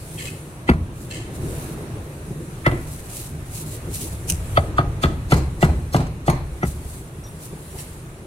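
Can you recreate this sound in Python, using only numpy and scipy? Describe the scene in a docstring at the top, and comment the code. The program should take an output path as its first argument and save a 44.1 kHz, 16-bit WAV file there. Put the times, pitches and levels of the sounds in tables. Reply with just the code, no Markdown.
"""A cleaver chops roast chicken on a thick wooden block that stands on a steel counter in a street stall.
Each stroke tears skin, snaps bone and excites damped modes of blade, block and counter; the stall answers
with near reflections and a diffuse tail. Between strokes the blade scrapes and squeaks, steel pings, and thin
plastic rustles and snaps, all shaped from noise or sine tones. Traffic and a faint hiss are coloured noise
behind; a limiter holds the peaks."""
import sys
import numpy as np
from scipy import signal
from scipy.fft import rfft, irfft, next_fast_len
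from scipy.io import wavfile
from scipy.ndimage import uniform_filter1d, minimum_filter1d, map_coordinates

SR = 44100
rng = np.random.default_rng(int(sys.argv[2]) if len(sys.argv) > 2 else 0)


def pcm_store(signal):
    """Save signal as 16-bit PCM."""
    levels = np.round(np.clip(np.atleast_2d(signal), -1, 1) * 32767)
    wavfile.write(sys.argv[1], SR, levels.astype(np.int16).T)


N = 364266
T = np.arange(int(0.7 * SR)) / SR  # time axis of one short event [s]

# All levels are relative, before distance, reflections and the limiter act.
# strokes of the cleaver: start_s, crunch_db, blade_db, blade_hz, crack_db, crack_hz,
# force_db, body_db, knock_db, knock_hz, sway_db, stall_db
CHOPS = [(0.689, -43.5, -27, 1360, -24, 2570, -13, -13, -24, 807, -15, -14.5),
         (2.6624, -57, -17.5, 1310, -18, 2076, -15, -18.5, -22, 640, -32, -4.5),
         (4.5719, -43, -14.5, 1260, -24, 3270, -19, -31, -12, 667, -21, -13),
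         (4.783, -43, -12.5, 1236, -31.5, 3440, -18, -24, -18, 696, -31, -8.5),
         (5.036, -32.5, -19.5, 1290, -25.5, 3420, -15.5, -18.5, -26, 650, -20.5, -5),
         (5.32, -27.5, -22, 1334, -24.5, 2900, -9.5, -16, -20.5, 690, -19, -8.5),
         (5.6269, -30, -28.5, 1340, -24.5, 2800, -11.5, -14.5, -15.5, 686, -20, -12),
         (5.945, -31, -28.5, 1170, -34.5, 2830, -14.5, -17.5, -17, 690, -25, -8),
         (6.28, -36.5, -27.5, 1170, -31, 2860, -14.5, -19, -15, 670, -21.5, -10.5),
         (6.63, -57, -27, 1326, -30.5, 2020, -19.5, -19.5, -24, 700, -28, -20)]
# modes of the counter top: pitch_hz, level_db, t60_s
COUNTER_MODES = [(106.6, -13.5, 0.18), (135.8, 4.5, 0.075), (167.6, 1, 0.081)]
# modes of the whole counter on its legs: pitch_hz, level_db, t60_s
SWAY_MODES = [(62, 5, 0.069), (78.8, 1.5, 0.15)]
# lower modes of the wooden block: pitch_hz, level_db, t60_s
BODY_MODES = [(222.4, -2.5, 0.13), (264.4, 1, 0.088), (364.4, 3.5, 0.073), (426, -7.5, 0.12),
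              (493, 5.5, 0.018)]
# upper modes of the block, retuned at each stroke: pitch_hz, level_db, t60_s
KNOCK_MODES = [(597, -5.5, 0.042), (683.6, 5, 0.027), (783.5, -11.5, 0.084), (1048, -14.5, 0.024)]
# resonances of the blade: pitch_hz, width_hz, level_db
BLADE_PEAKS = [(1266, 200, 15), (2010, 120, 12.5), (2310, 140, 2), (2705, 67, 0.5), (3045, 140, -3.5),
               (3490, 480, -0.5), (4280, 260, -6.5), (4590, 150, -3)]
# high blade resonances set shimmering by tearing: pitch_hz, width_hz, level_db
SHIMMER_PEAKS = [(4150, 170, -1.5), (6520, 90, 2), (7680, 170, 1), (9320, 220, 4), (10400, 92, -22),
                 (10400, 120, -4)]
# noise of splintering bone and gristle: pitch_hz, level_db (per Hz)
CRACK_SPECTRUM = [(200, 3.5), (700, 6.5), (1100, 11), (1700, 2.5), (2300, 2), (3300, -6.5), (4400, -8.5),
                  (6000, -29), (9500, -14), (15000, -30)]
# noise of tearing skin and meat: pitch_hz, level_db (per Hz)
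CRUNCH_SPECTRUM = [(400, 11), (1500, 4), (3000, -7.5), (5200, 0.5), (7500, -4), (9500, -5), (12000, -3),
                   (15500, -15)]
# noise of wood crushed by the edge: pitch_hz, level_db (per Hz)
FIBRE_SPECTRUM = [(120, 1), (280, 0.5), (520, -3), (800, -3), (1100, -4), (1600, -2.5), (2500, -19),
                  (5000, -45), (12000, -45)]
# cut pieces parting from the blade: start_s, squelch_db, gristle_db
SQUELCHES = [(0.734, -47, -42), (2.712, -66, -33.5), (5.336, -27.5, -29.5), (5.364, -35, -48),
             (5.375, -35, -49), (5.643, -31, -30), (5.961, -32.5, -32), (6.002, -41, -38.5),
             (6.066, -43.5, -48), (6.297, -27, -30.5), (6.695, -57, -66)]
# distance to the block: time_s, distance_m
DISTANCE = [(0.7, 0.8), (2.7, 1.12), (4.6, 1.08), (6.6, 1.4)]
SINK_S = 0.0297  # time from bone to wood for a blade at 0 dB: tough bone holds the edge up longer
SWAY_LAG_S = 0.0095  # the heavy counter follows the start of the blow late
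FIBRES_DB = -8.5  # relative to the force of the stroke
BONE_T60_S = 0.014  # meat damps the snap of the bone quickly

# light bumps, and the block rocking back after a chop: start_s, thud_db, knock_db, rattle_db
BUMPS = [(0.743, -20.5, -41, -55), (2.718, -29, -29.5, -42), (4.123, -30, -60, -65), (4.314, -23, -45, -60),
         (4.829, -33, -43, -38), (5.085, -30, -30, -46), (5.363, -22, -30, -34.5), (5.662, -24, -33, -33.5),
         (5.688, -20.5, -31, -31.5), (5.992, -20, -28.5, -32), (6.326, -19.5, -36.5, -38),
         (6.668, -24.5, -50, -49), (7.526, -40, -38, -58), (7.737, -39.5, -44.5, -46)]
# noise of the block chattering on the counter: pitch_hz, level_db (per Hz)
RATTLE_SPECTRUM = [(120, -6), (260, 9), (480, 2), (800, 4), (1150, -5), (1600, -19), (2400, -12),
                   (5000, -42), (12000, -70)]
# blade scrapes, each fading as a Gaussian: start_s, length_s (to 1/e), level_db
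SCRAPES = [(0.181, 0.082, -35), (0.251, 0.04, -33.5), (1.104, 0.074, -34.5), (1.148, 0.099, -40),
           (7.778, 0.034, -40.5)]
# resonances excited by scraping: pitch_hz, width_hz, level_db
SCRAPE_PEAKS = [(1740, 26, 10.5), (2130, 120, 7.5), (2596, 130, 6.5), (3100, 330, 4.5), (3560, 51, -3),
                (4110, 560, 0), (6550, 360, 0), (7550, 210, 6.5), (8600, 510, -1), (9500, 370, 0)]
# the edge sticks and squeaks: start_s, length_s, start_hz, end_hz, level_db
SQUEAKS = [(0.172, 0.035, 2770, 2100, -39), (0.174, 0.028, 3210, 3190, -37),
           (0.267, 0.031, 2540, 2560, -33.5), (1.1, 0.032, 2730, 2570, -43),
           (1.105, 0.017, 4130, 4060, -40)]
# thin metal pings: start_s, pitch_hz, level_db, t60_s
PINGS = [(6.298, 6580, -32, 0.11), (6.631, 5980, -25.5, 0.03), (7.236, 5720, -39, 0.18),
         (7.262, 11750, -43, 0.08), (7.283, 10780, -41, 0.09), (7.262, 3620, -43, 0.088),
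         (7.705, 5700, -49, 0.15), (7.785, 5570, -34, 0.07)]
# swishes of thin plastic: middle_s, half_length_s (to half power), level_db
SWISHES = [(0.234, 0.064, -42.5), (1.02, 0.042, -46.5), (1.133, 0.041, -48), (1.354, 0.0095, -42.5),
           (1.583, 0.11, -41.5), (2.921, 0.071, -41.5), (3.183, 0.066, -35.5), (3.582, 0.04, -34),
           (3.722, 0.037, -37), (3.956, 0.02, -32), (4.021, 0.036, -31.5), (4.14, 0.02, -42.5),
           (6.692, 0.029, -39.5), (6.942, 0.05, -44), (7.444, 0.023, -39), (7.798, 0.02, -35.5)]
# noise of plastic being handled: pitch_hz, level_db (per Hz)
PLASTIC_SPECTRUM = [(1410, -27), (2400, -12), (2900, -11), (3140, -14), (3980, -9), (5120, -11), (7710, -4),
                    (8410, -2.5), (10200, -3), (15800, -14)]
# a plastic bag snapping taut: start_s, level_db
SNAPS = [(4.29, -26), (4.2989, -10.5), (4.304, -16), (4.312, -26), (4.321, -23)]
# noise of the snapping film: pitch_hz, level_db (per Hz)
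SNAP_SPECTRUM = [(880, -47), (1500, -30), (2000, -28), (2580, -17), (3470, -25), (3750, -25), (5350, -18),
                 (6200, -12), (7450, -24), (9000, -13), (15800, -26)]
# resonances of the stretched film: pitch_hz, width_hz, level_db
FILM_PEAKS = [(2540, 260, -3), (3000, 270, -1.5), (6400, 380, -2), (7330, 330, 5.5), (9050, 680, 6),
              (11400, 900, -12)]

# distant traffic, one value each: rumble_db, engine_db, tyre_db
STREET_DB = (-43, -45.5, -49.5)
# vehicles passing: nearest_s, half_s (to about half power), rumble_db, engine_db, tyre_db
PASSES = [(0.55, 2.6, -57, -36, -79), (1.64, 0.22, -33.5, -29.5, -38.5), (3.9, 4.27, -40, -39.5, -43.5),
          (4.7, 0.39, -26.5, -40.5, -42.5)]
# deep traffic rumble: pitch_hz, level_db (per Hz)
RUMBLE_SPECTRUM = [(12, -39), (20, -10.5), (81, 1.5), (125, -2), (160, -16), (280, -120)]
# engine noise: pitch_hz, level_db (per Hz)
ENGINE_SPECTRUM = [(62, -57), (105, -2.5), (118, -4.5), (152, 2.5), (188, -8.5), (216, -10.5), (279, -12),
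                   (334, -7.5), (520, -18), (680, -26), (1140, -120)]
# tyre noise: pitch_hz, level_db (per Hz)
TYRE_SPECTRUM = [(260, -3.5), (450, -7), (1250, -11), (1670, -14.5), (2690, -18.5), (3200, -23.5),
                 (4060, -23), (4990, -33), (6000, -25), (7800, -37), (13200, -120)]
# strength of the 7-12 kHz part of the hiss: time_s, level_db
HISS_LEVEL = [(0.0, -47.5), (0.2, -45), (0.8, -58), (1.52, -50), (2.0, -52.5), (2.78, -50), (2.94, -56.5),
              (4.55, -45.5), (4.76, -55), (5.82, -52.5), (6.19, -58.5), (6.88, -49), (7.11, -55),
              (7.84, -46.5), (8.01, -51.5), (8.26, -57.5)]
# noise of the hiss: pitch_hz, level_db (per Hz)
HISS_SPECTRUM = [(1760, -4.5), (3000, -6.5), (3850, -6), (5090, -8.5), (6220, -7), (7610, -1.5),
                 (9710, 1.5), (15200, -14)]
HISS_DB = 3.5  # the whole hiss over its 7-12 kHz part

# decay of the stall's diffuse field: pitch_hz, t60_s
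STALL_DECAY = [(60, 1), (150, 0.61), (400, 0.29), (900, 0.41), (2500, 0.48), (9000, 0.27)]
# colour of the stall's diffuse field: pitch_hz, level_db
STALL_COLOUR = [(40, 2), (90, -1.5), (150, -6.5), (300, 1), (700, -4), (1300, -11), (2200, -9.5),
                (10000, -13)]
# likeness of left and right in a diffuse field: pitch_hz, correlation (no unit)
LIKENESS = [(60, 0.99), (130, 0.99), (290, 0.95), (640, 0.84), (1410, -0.27), (3100, 0.089), (6820, -0.07),
            (15000, 0.12)]
# how much sooner the left port hears the block: pitch_hz, lead_ms
LEAD = [(150, 0.073), (700, 0.19), (1300, 0.25), (3000, 0.301)]
# random phase from clutter on the way: pitch_hz, scatter_rad
SCATTER = [(400, 0.04), (1300, 0.15), (2100, 0.6), (4000, 1.2)]
# fall of the limiter's two gain cuts, one value each: fast_db_per_s, slow_db_per_s (before SLOW_SHARE)
RELEASE_DB_PER_S = (250, 5)
CEILING_DB, TOP_HZ = -1.6, 15900  # limiter threshold, band limit
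SLOW_SHARE = 0.23  # part of the gain cut that lets go at the slower speed


def chops():
    """Impact and modal ringing: bone and blade sound first, then the edge sinks to the block and counter."""
    out = np.zeros((2, N))
    for (s, _, blade_db, blade_hz, crack_db, crack_hz,
         force_db, body_db, knock_db, knock_hz, sway_db, stall_db) in CHOPS:
        distance = np.interp(s, *np.transpose(DISTANCE))
        sink = SINK_S * amp(blade_db)  # tougher bone rings the blade harder and delays the wood
        thud = amp(force_db) * ring(COUNTER_MODES, attack=0.0097, scatter_db=3.7, detune=0.029)
        body = amp(body_db) * ring(BODY_MODES, attack=0.00025, scatter_db=2.5, detune=0.023)
        # the pitch of the knock depends on where the edge lands
        tune = knock_hz / KNOCK_MODES[1][0]
        knock = amp(knock_db) * ring(KNOCK_MODES, attack=0.0012, scatter_db=1.5, detune=0.015, flip=1, tune=tune)
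        crushing = noise(FIBRE_SPECTRUM)[0] * grains(2.6, size=90) * onset(0.0006) * fade(0.15)
        fibres = amp(force_db + FIBRES_DB) * unit_blow(crushing)
        sway = amp(sway_db) * ring(SWAY_MODES, attack=0.006, scatter_db=1, detune=0.04)
        edge = (amp(blade_db) * blade(blade_hz) + amp(crack_db) * crack(crack_hz)) / distance
        blow = edge.copy()
        add(blow, sink, thud - (body + knock - fibres) / distance)
        add(blow, SWAY_LAG_S, sway)
        direct = from_left(blow) * amp([[0.4], [-0.4]])  # slightly louder on the left
        add(out, s, direct + near_walls(edge) + stall(blow * np.sqrt(distance), stall_db))
    return out


def blade(hz, t60=0.04, chatter_db=-9):
    """Bending vibration: the first mode is driven unevenly while the bone yields and is damped by the meat."""
    modes = [(hz, 0, t60), (hz * 1.1, -11, 0.022)]
    mode = ring(modes, attack=0.0012, scatter_db=1, detune=0.004, flip=1)
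    drive = rng.standard_normal(len(T)) * fade(0.05)
    # the cube narrows the resonance
    chatter = filtered(drive, lambda f: resonances([(hz * 0.97, 450, 0)], f) ** 3)
    return mode + amp(chatter_db) * unit_blow(chatter)


def crack(centre_hz, focus_db=11, t60=0.054, modes_db=-9, rattle_db=-6, splinter_db=-5,
          life=0.059, after_db=-12, after_life=0.058):
    """Brittle fracture: one sharp snap rings the blade's nearby modes, then smaller snaps splinter the bone."""
    modes = [(centre_hz, 3, BONE_T60_S)]
    for hz, _, db in BLADE_PEAKS:
        modes.append((hz, modes_db + db - focus_db * np.log2(hz / centre_hz) ** 2, t60))
    snap = ring(modes, attack=0.0012, scatter_db=1.5, detune=0.008)
    decay = fade(life) + amp(after_db) * fade(after_life)
    splinters = grains(7.7, size=40) * decay * onset(0.0025)
    rattle = filtered(rng.standard_normal(len(T)) * splinters, lambda f: steel(f, centre_hz, focus_db=12))
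    splintering = unit_blow(noise(CRACK_SPECTRUM)[0] * splinters)
    return amp(0.5) * snap + amp(rattle_db) * unit_blow(rattle) + amp(splinter_db) * splintering


def steel(f, centre_hz, focus_db):
    """Selective resonance: the blade responds most in the modes nearest centre_hz."""
    return resonances(BLADE_PEAKS, f) * amp(-focus_db * np.log2((f + 1) / centre_hz) ** 2)


def bone_splits(lead=0.022, rise=0.0073):
    """Forced vibration: the blade already shivers while it forces its way into the bone."""
    out = np.zeros((2, N))
    press = np.exp(np.minimum(T - lead, 0) / rise) * fade(0.008, np.maximum(T - lead, 0))
    for s, _, blade_db, blade_hz, crack_db, crack_hz, *_ in CHOPS:
        shiver = filtered(rng.standard_normal(len(T)), lambda f: resonances([(blade_hz, 280, 0)], f) ** 2)
        force = rng.standard_normal(len(T)) * grains(0.84)
        creak = filtered(force, lambda f: steel(f, crack_hz, focus_db=17))
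        split = amp(blade_db - 13.5) * unit(shiver) + amp(crack_db - 0.5) * unit(creak)
        add(out, s - lead, from_left(press * split))
    return out


def crunches(lead=0.04, rise=0.0073, wet_db=5):
    """Progressive tearing: skin and meat tear with growing strength ahead of the blow."""
    out = np.zeros((2, N))
    tear = np.exp(np.minimum(T - lead + 0.01, 0) / rise) * fade(0.13, np.maximum(T - lead, 0))
    for s, crunch_db, *_ in CHOPS:
        crunch = amp(crunch_db) * wet() * tear
        add(out, s - lead, from_left(crunch) + stall(crunch, wet_db))
    return out


def squelches():
    """Parting of moist surfaces: short bursts of wet and gristly noise as the cut pieces leave the blade."""
    out = np.zeros((2, N))
    part = unit_blow(onset(0.0035) * fade(0.038))
    for s, squelch_db, gristle_db in SQUELCHES:
        gristle = noise(CRACK_SPECTRUM)[0] * grains(3)
        squelch = part * (amp(squelch_db - 4.5) * wet() + amp(gristle_db) * gristle)
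        add(out, s, from_left(squelch) + stall(squelch, wet_db=5.5))
    return out


def wet(shimmer_db=-3):
    """Granular excitation: moist fibres tear, and their grains set the blade's high modes shimmering."""
    tearing = noise(CRUNCH_SPECTRUM)[0] * grains(3.2, size=70)
    shimmer = unit(filtered(tearing, lambda f: resonances(SHIMMER_PEAKS, f)))
    return tearing + amp(shimmer_db) * shimmer


def bumps():
    """Light impact: bumps ring the counter and block, and the block chatters where they touch."""
    out = np.zeros((2, N))
    for s, thud_db, knock_db, rattle_db in BUMPS:
        thud = ring(SWAY_MODES + COUNTER_MODES, attack=0.0066, scatter_db=0.93, detune=0.093)
        knock = ring(BODY_MODES + KNOCK_MODES, attack=0.0022, scatter_db=4.8, detune=0.056)
        chatter = noise(RATTLE_SPECTRUM)[0] * grains(3.5, size=150) * onset(0.003) * fade(0.17)
        bump = amp(thud_db) * thud + amp(knock_db) * knock + amp(rattle_db) * unit_blow(chatter)
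        add(out, s, from_left(bump) + stall(bump, wet_db=-3.5))
    return out


def scrapes():
    """Friction: irregular slips of the blade excite its resonances as filtered noise."""
    out = np.zeros((2, N))
    for s, length, db in SCRAPES:
        stroke = onset(0.0038) * np.exp(-(T / length) ** 2)
        slips = rng.standard_normal((2, len(T))) * grains(3.5, size=130)
        scrape = amp(db) * stroke * unit(filtered(slips, lambda f: resonances(SCRAPE_PEAKS, f)))
        add(out, s, scrape + stall(scrape, wet_db=3))
    return out


def squeaks(waver=0.013):
    """Stick-slip: the edge dragged over the wet block squeals at a gliding, unsteady pitch."""
    out = np.zeros((2, N))
    for s, length, start_hz, end_hz, db in SQUEAKS:
        u = np.minimum(T / length, 1)
        drift = unit(uniform_filter1d(rng.standard_normal(len(T)), size=60))
        hz = (start_hz + (end_hz - start_hz) * u) * (1 + waver * drift)
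        tone = np.sin(2 * np.pi * np.cumsum(hz) / SR)
        squeak = amp(db) * np.sin(np.pi * u) * tone * grains(2.5)
        add(out, s, squeak + stall(squeak, wet_db=0))
    return out


def pings():
    """Free vibration: thin steel rings as decaying sines whose phase and strength jingle at random."""
    out = np.zeros((2, N))
    for s, hz, db, t60 in PINGS:
        jingle = 0.6 * unit(uniform_filter1d(rng.standard_normal(len(T)), size=130))  # rad
        tone = np.sin(2 * np.pi * hz * T + jingle)
        ping = amp(db) * tone * fade(t60) * onset(0.0037) * grains(1.8)
        add(out, s, ping + stall(ping, wet_db=-11))
    return out


def plastic_swishes(crinkle_db=-9):
    """Rubbing and buckling: handled plastic gives fluctuating noise and sparse clicks from its creases."""
    t = np.arange(N) / SR
    swish = np.sqrt(sum(amp(db) ** 2 / (1 + ((t - s) / half) ** 4) for s, half, db in SWISHES))
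    creases = (rng.random(N) < 250 / SR) * rng.standard_normal((2, N))  # about 250 a second
    crinkle = unit(spread(creases, PLASTIC_SPECTRUM))
    flicker = amp(1.5 * wobble(60) + 1.3 * wobble(420))
    return swish * flicker * (rush(PLASTIC_SPECTRUM, patchy_db=1.2) + amp(crinkle_db) * crinkle)


def film(ring_db=0):
    """Membrane resonance: noise in the stretched film also excites its modes."""
    hum = filtered(rng.standard_normal((2, len(T))), lambda f: resonances(FILM_PEAKS, f))
    return unit(noise(SNAP_SPECTRUM, channels=2) + amp(ring_db) * unit(hum))


def plastic_snaps(pull=0.03, flutter_db=-17):
    """Sudden tension: a bag is pulled taut, gives a burst of snaps and flutters out."""
    out = np.zeros((2, N))
    peak_s = 0.0014
    snap_shape = (T / peak_s) ** 2 * np.exp(2 - 2 * T / peak_s)
    for s, db in SNAPS:
        flutter = fade(0.22) * onset(0.001) * grains(3, size=150)
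        add(out, s, amp(db) * film() * (snap_shape + amp(flutter_db) * flutter))
    taut_s, _ = max(SNAPS, key=lambda snap: snap[1])
    add(out, taut_s - pull, amp(-25.5) * film() * (T < pull) * T / pull)  # swells up to the loudest snap
    return out


def traffic():
    """Addition of powers: rumble, engine and tyre noise swell as each vehicle draws near."""
    t = np.arange(N) / SR
    power = amp(STREET_DB)[:, None] ** 2
    for s, half, *nearest_db in PASSES:
        power = power + amp(nearest_db)[:, None] ** 2 / (1 + ((t - s) / half) ** 2 / 2) ** 2
    rumble_gain, engine_gain, tyre_gain = np.sqrt(power)
    rumble = rumble_gain * amp(1.4 * wobble(8.2)) * rush(RUMBLE_SPECTRUM, patchy_db=0.5)
    engines = engine_gain * amp(0.24 * wobble(9.6)) * rush(ENGINE_SPECTRUM, patchy_db=3.0)
    tyres = tyre_gain * amp(0.37 * wobble(3.6)) * rush(TYRE_SPECTRUM, patchy_db=1.2)
    return rumble + engines + tyres


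def hiss():
    """Broadband noise: a faint, smooth high hiss rises and falls."""
    hiss_db, = curves(HISS_LEVEL)
    return amp(HISS_DB + hiss_db) * rush(HISS_SPECTRUM, patchy_db=2)


def from_left(x):
    """Interaural-style delay: the left port hears first, and clutter on the way scrambles the treble's phase."""
    knots = rng.standard_normal((2, 80))  # one every 350 Hz for each port

    def response(hz):
        clutter = along(SCATTER, hz) * [map_coordinates(k, [hz / 350], mode="nearest") for k in knots]
        lead = np.pi * hz * along(LEAD, hz) / 1000  # half the lead for each port
        return np.exp(1j * (lead * np.array([[1], [-1]]) + clutter))
    return filtered(x, response)


def near_walls(x, db=-13, count=6):
    """Early reflection: steel panels close by throw back a few distinct copies, different at each port."""
    out = np.zeros((2, len(T)))
    for port in out:
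        delays_s = rng.uniform(0.0052, 0.026, count)
        for delay, size in zip(delays_s, rng.standard_normal(count)):
            add(port, delay, amp(db) * size / np.sqrt(count) * x)
    return out


def stall(x, wet_db, build=0.0019, wall_s=0.047, wall_db=3):
    """Reverberation: a diffuse tail builds up, decays by frequency and is lifted when the far wall answers."""
    hz, t, z = signal.stft(rng.standard_normal((2, len(T))), SR, nperseg=256)
    decay = fade(along(STALL_DECAY, hz)[:, None], t)
    tail = signal.istft(z * decay, SR, nperseg=256)[1][:, :len(T)]
    wall = amp(wall_db * np.clip((T - wall_s) * 200, 0, 1))  # lifts over 5 ms
    tail = tail * onset(build) * wall
    tail = spread(tail / np.linalg.norm(tail[0]), STALL_COLOUR)
    return amp(wet_db) * signal.fftconvolve(np.atleast_2d(x), tail, axes=1)[:, :len(T)]


def spread(pair, spectrum):
    """Diffuse-field coherence: two unrelated signals become alike in the bass, nearly unrelated in the treble."""
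    def response(hz):
        turn = np.arccos(np.clip(along(LIKENESS, hz), -1, 1)) / 2
        return amp(along(spectrum, hz)) * [np.cos(turn), np.sin(turn)]
    mid, side = filtered(pair, response)
    return np.array([mid + side, mid - side])


def rush(spectrum, patchy_db):
    """Fluctuating noise: a stereo stream of rms 1 has patches of random gain in time and frequency."""
    z = signal.stft(rng.standard_normal((2, N)), nperseg=512)[2]
    field = uniform_filter1d(rng.standard_normal(z.shape[1:]), size=5, axis=0)
    field = uniform_filter1d(field, size=12, axis=1)
    patchy = signal.istft(z * amp(patchy_db * unit(field)), nperseg=512)[1][:, :N]
    return unit(spread(patchy, spectrum))


def ring(modes, attack, scatter_db, detune, flip=-1, tune=1):
    """Modal superposition: each blow shifts strengths and pitches; flip -1 opposes neighbours, so they swell."""
    hz, db, t60 = np.transpose(modes)[:, :, None]
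    level, pitch = rng.standard_normal((2, len(modes), 1))
    sign = flip ** np.arange(len(modes))[:, None]
    tones = np.sin(2 * np.pi * tune * hz * (1 + detune * pitch) * T)
    partials = sign * amp(db + scatter_db * level) * fade(t60) * tones
    return unit_blow(partials.sum(0) * onset(attack))


def resonances(peaks, f):
    """Driven oscillators: the causal response of (pitch_hz, width_hz, level_db) peaks, alternating in sign."""
    total = 0
    for k, (centre, width, db) in enumerate(peaks):
        damping = 1j * f * width
        total = total + (-1) ** k * amp(db) * damping / (centre * centre - f * f + damping)
    return total


def noise(spectrum, channels=1):
    """Spectral shaping: a short stretch of coloured noise of rms 1."""
    white = rng.standard_normal((channels, len(T)))
    return unit(filtered(white, lambda hz: amp(along(spectrum, hz))))


def grains(depth_db, size=60):
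    """Intermittency: a spiky random gain of rms 1, smoothed over size samples."""
    return unit(amp(depth_db * unit(uniform_filter1d(rng.standard_normal(len(T)), size))))


def fade(t60, t=T):
    """Damping: exponential decay by 60 dB in t60 seconds."""
    return np.exp(-np.log(1000) * t / t60)


def onset(attack):
    """Build-up: a gain rises exponentially from 0 towards 1."""
    return 1 - np.exp(-T / attack)


def wobble(rate):
    """Slow fluctuation: a smooth random curve with rate knots a second."""
    knots = rng.standard_normal(int(N * rate / SR) + 4)
    return map_coordinates(knots, [np.arange(N) * rate / SR])


def amp(db):
    """Logarithmic level: decibels to gain."""
    return 10 ** (np.asarray(db) / 20)


def unit(x):
    """Mean power: scale to rms 1."""
    return x / np.sqrt(np.mean(x ** 2) + 1e-20)


def unit_blow(x):
    """Onset power: scale to rms 1 over the first 25 ms."""
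    return x / np.sqrt(np.mean(x[:SR // 40] ** 2) + 1e-20)


def along(points, hz):
    """Logarithmic pitch: interpolate (pitch_hz, value) points on a log axis."""
    f, v = np.transpose(points)
    return np.interp(np.log(hz + 1), np.log(f + 1), v)


def curves(rows):
    """Linear interpolation: one value per sample for each column after the time."""
    s, *cols = np.transpose(rows)
    return [np.interp(np.arange(N) / SR, s, c) for c in cols]


def filtered(x, response):
    """Linear filtering: multiply the spectrum of x by a complex response of frequency."""
    n = x.shape[-1]
    m = next_fast_len(n + 8192)
    return irfft(rfft(x, m) * response(np.fft.rfftfreq(m, 1 / SR)), m)[..., :n]


def add(track, s, x):
    """Superposition: mix x into the track from time s."""
    i = max(round(s * SR), 0)
    track[..., i:i + x.shape[-1]] += x[..., :track.shape[-1] - i]


def scene():
    """Superposition of everything heard beside the stall."""
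    strokes = chops() + bone_splits() + crunches() + squelches()
    handling = bumps() + scrapes() + squeaks() + pings() + plastic_swishes() + plastic_snaps()
    return strokes + handling + traffic() + hiss()


def record(dry):
    """Peak limiting: the gain drops at each peak and recovers mostly fast, partly slowly; a low-pass follows."""
    over_db = np.maximum(20 * np.log10(np.abs(dry).max(0) + 1e-9) - CEILING_DB, 0)
    # a running maximum on a rising ramp makes each gain cut fall at its release speed
    release_db = np.outer(RELEASE_DB_PER_S, np.arange(N) / SR)
    fast_db, slow_db = np.maximum.accumulate(over_db + release_db, axis=1) - release_db
    held_db = np.maximum(fast_db, SLOW_SHARE * slow_db)
    gain = uniform_filter1d(minimum_filter1d(amp(-held_db), size=50), size=44)
    return filtered(dry * gain, lambda hz: 1 / (1 + (hz / TOP_HZ) ** 200))


dry = scene()
out = record(dry)
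pcm_store(out)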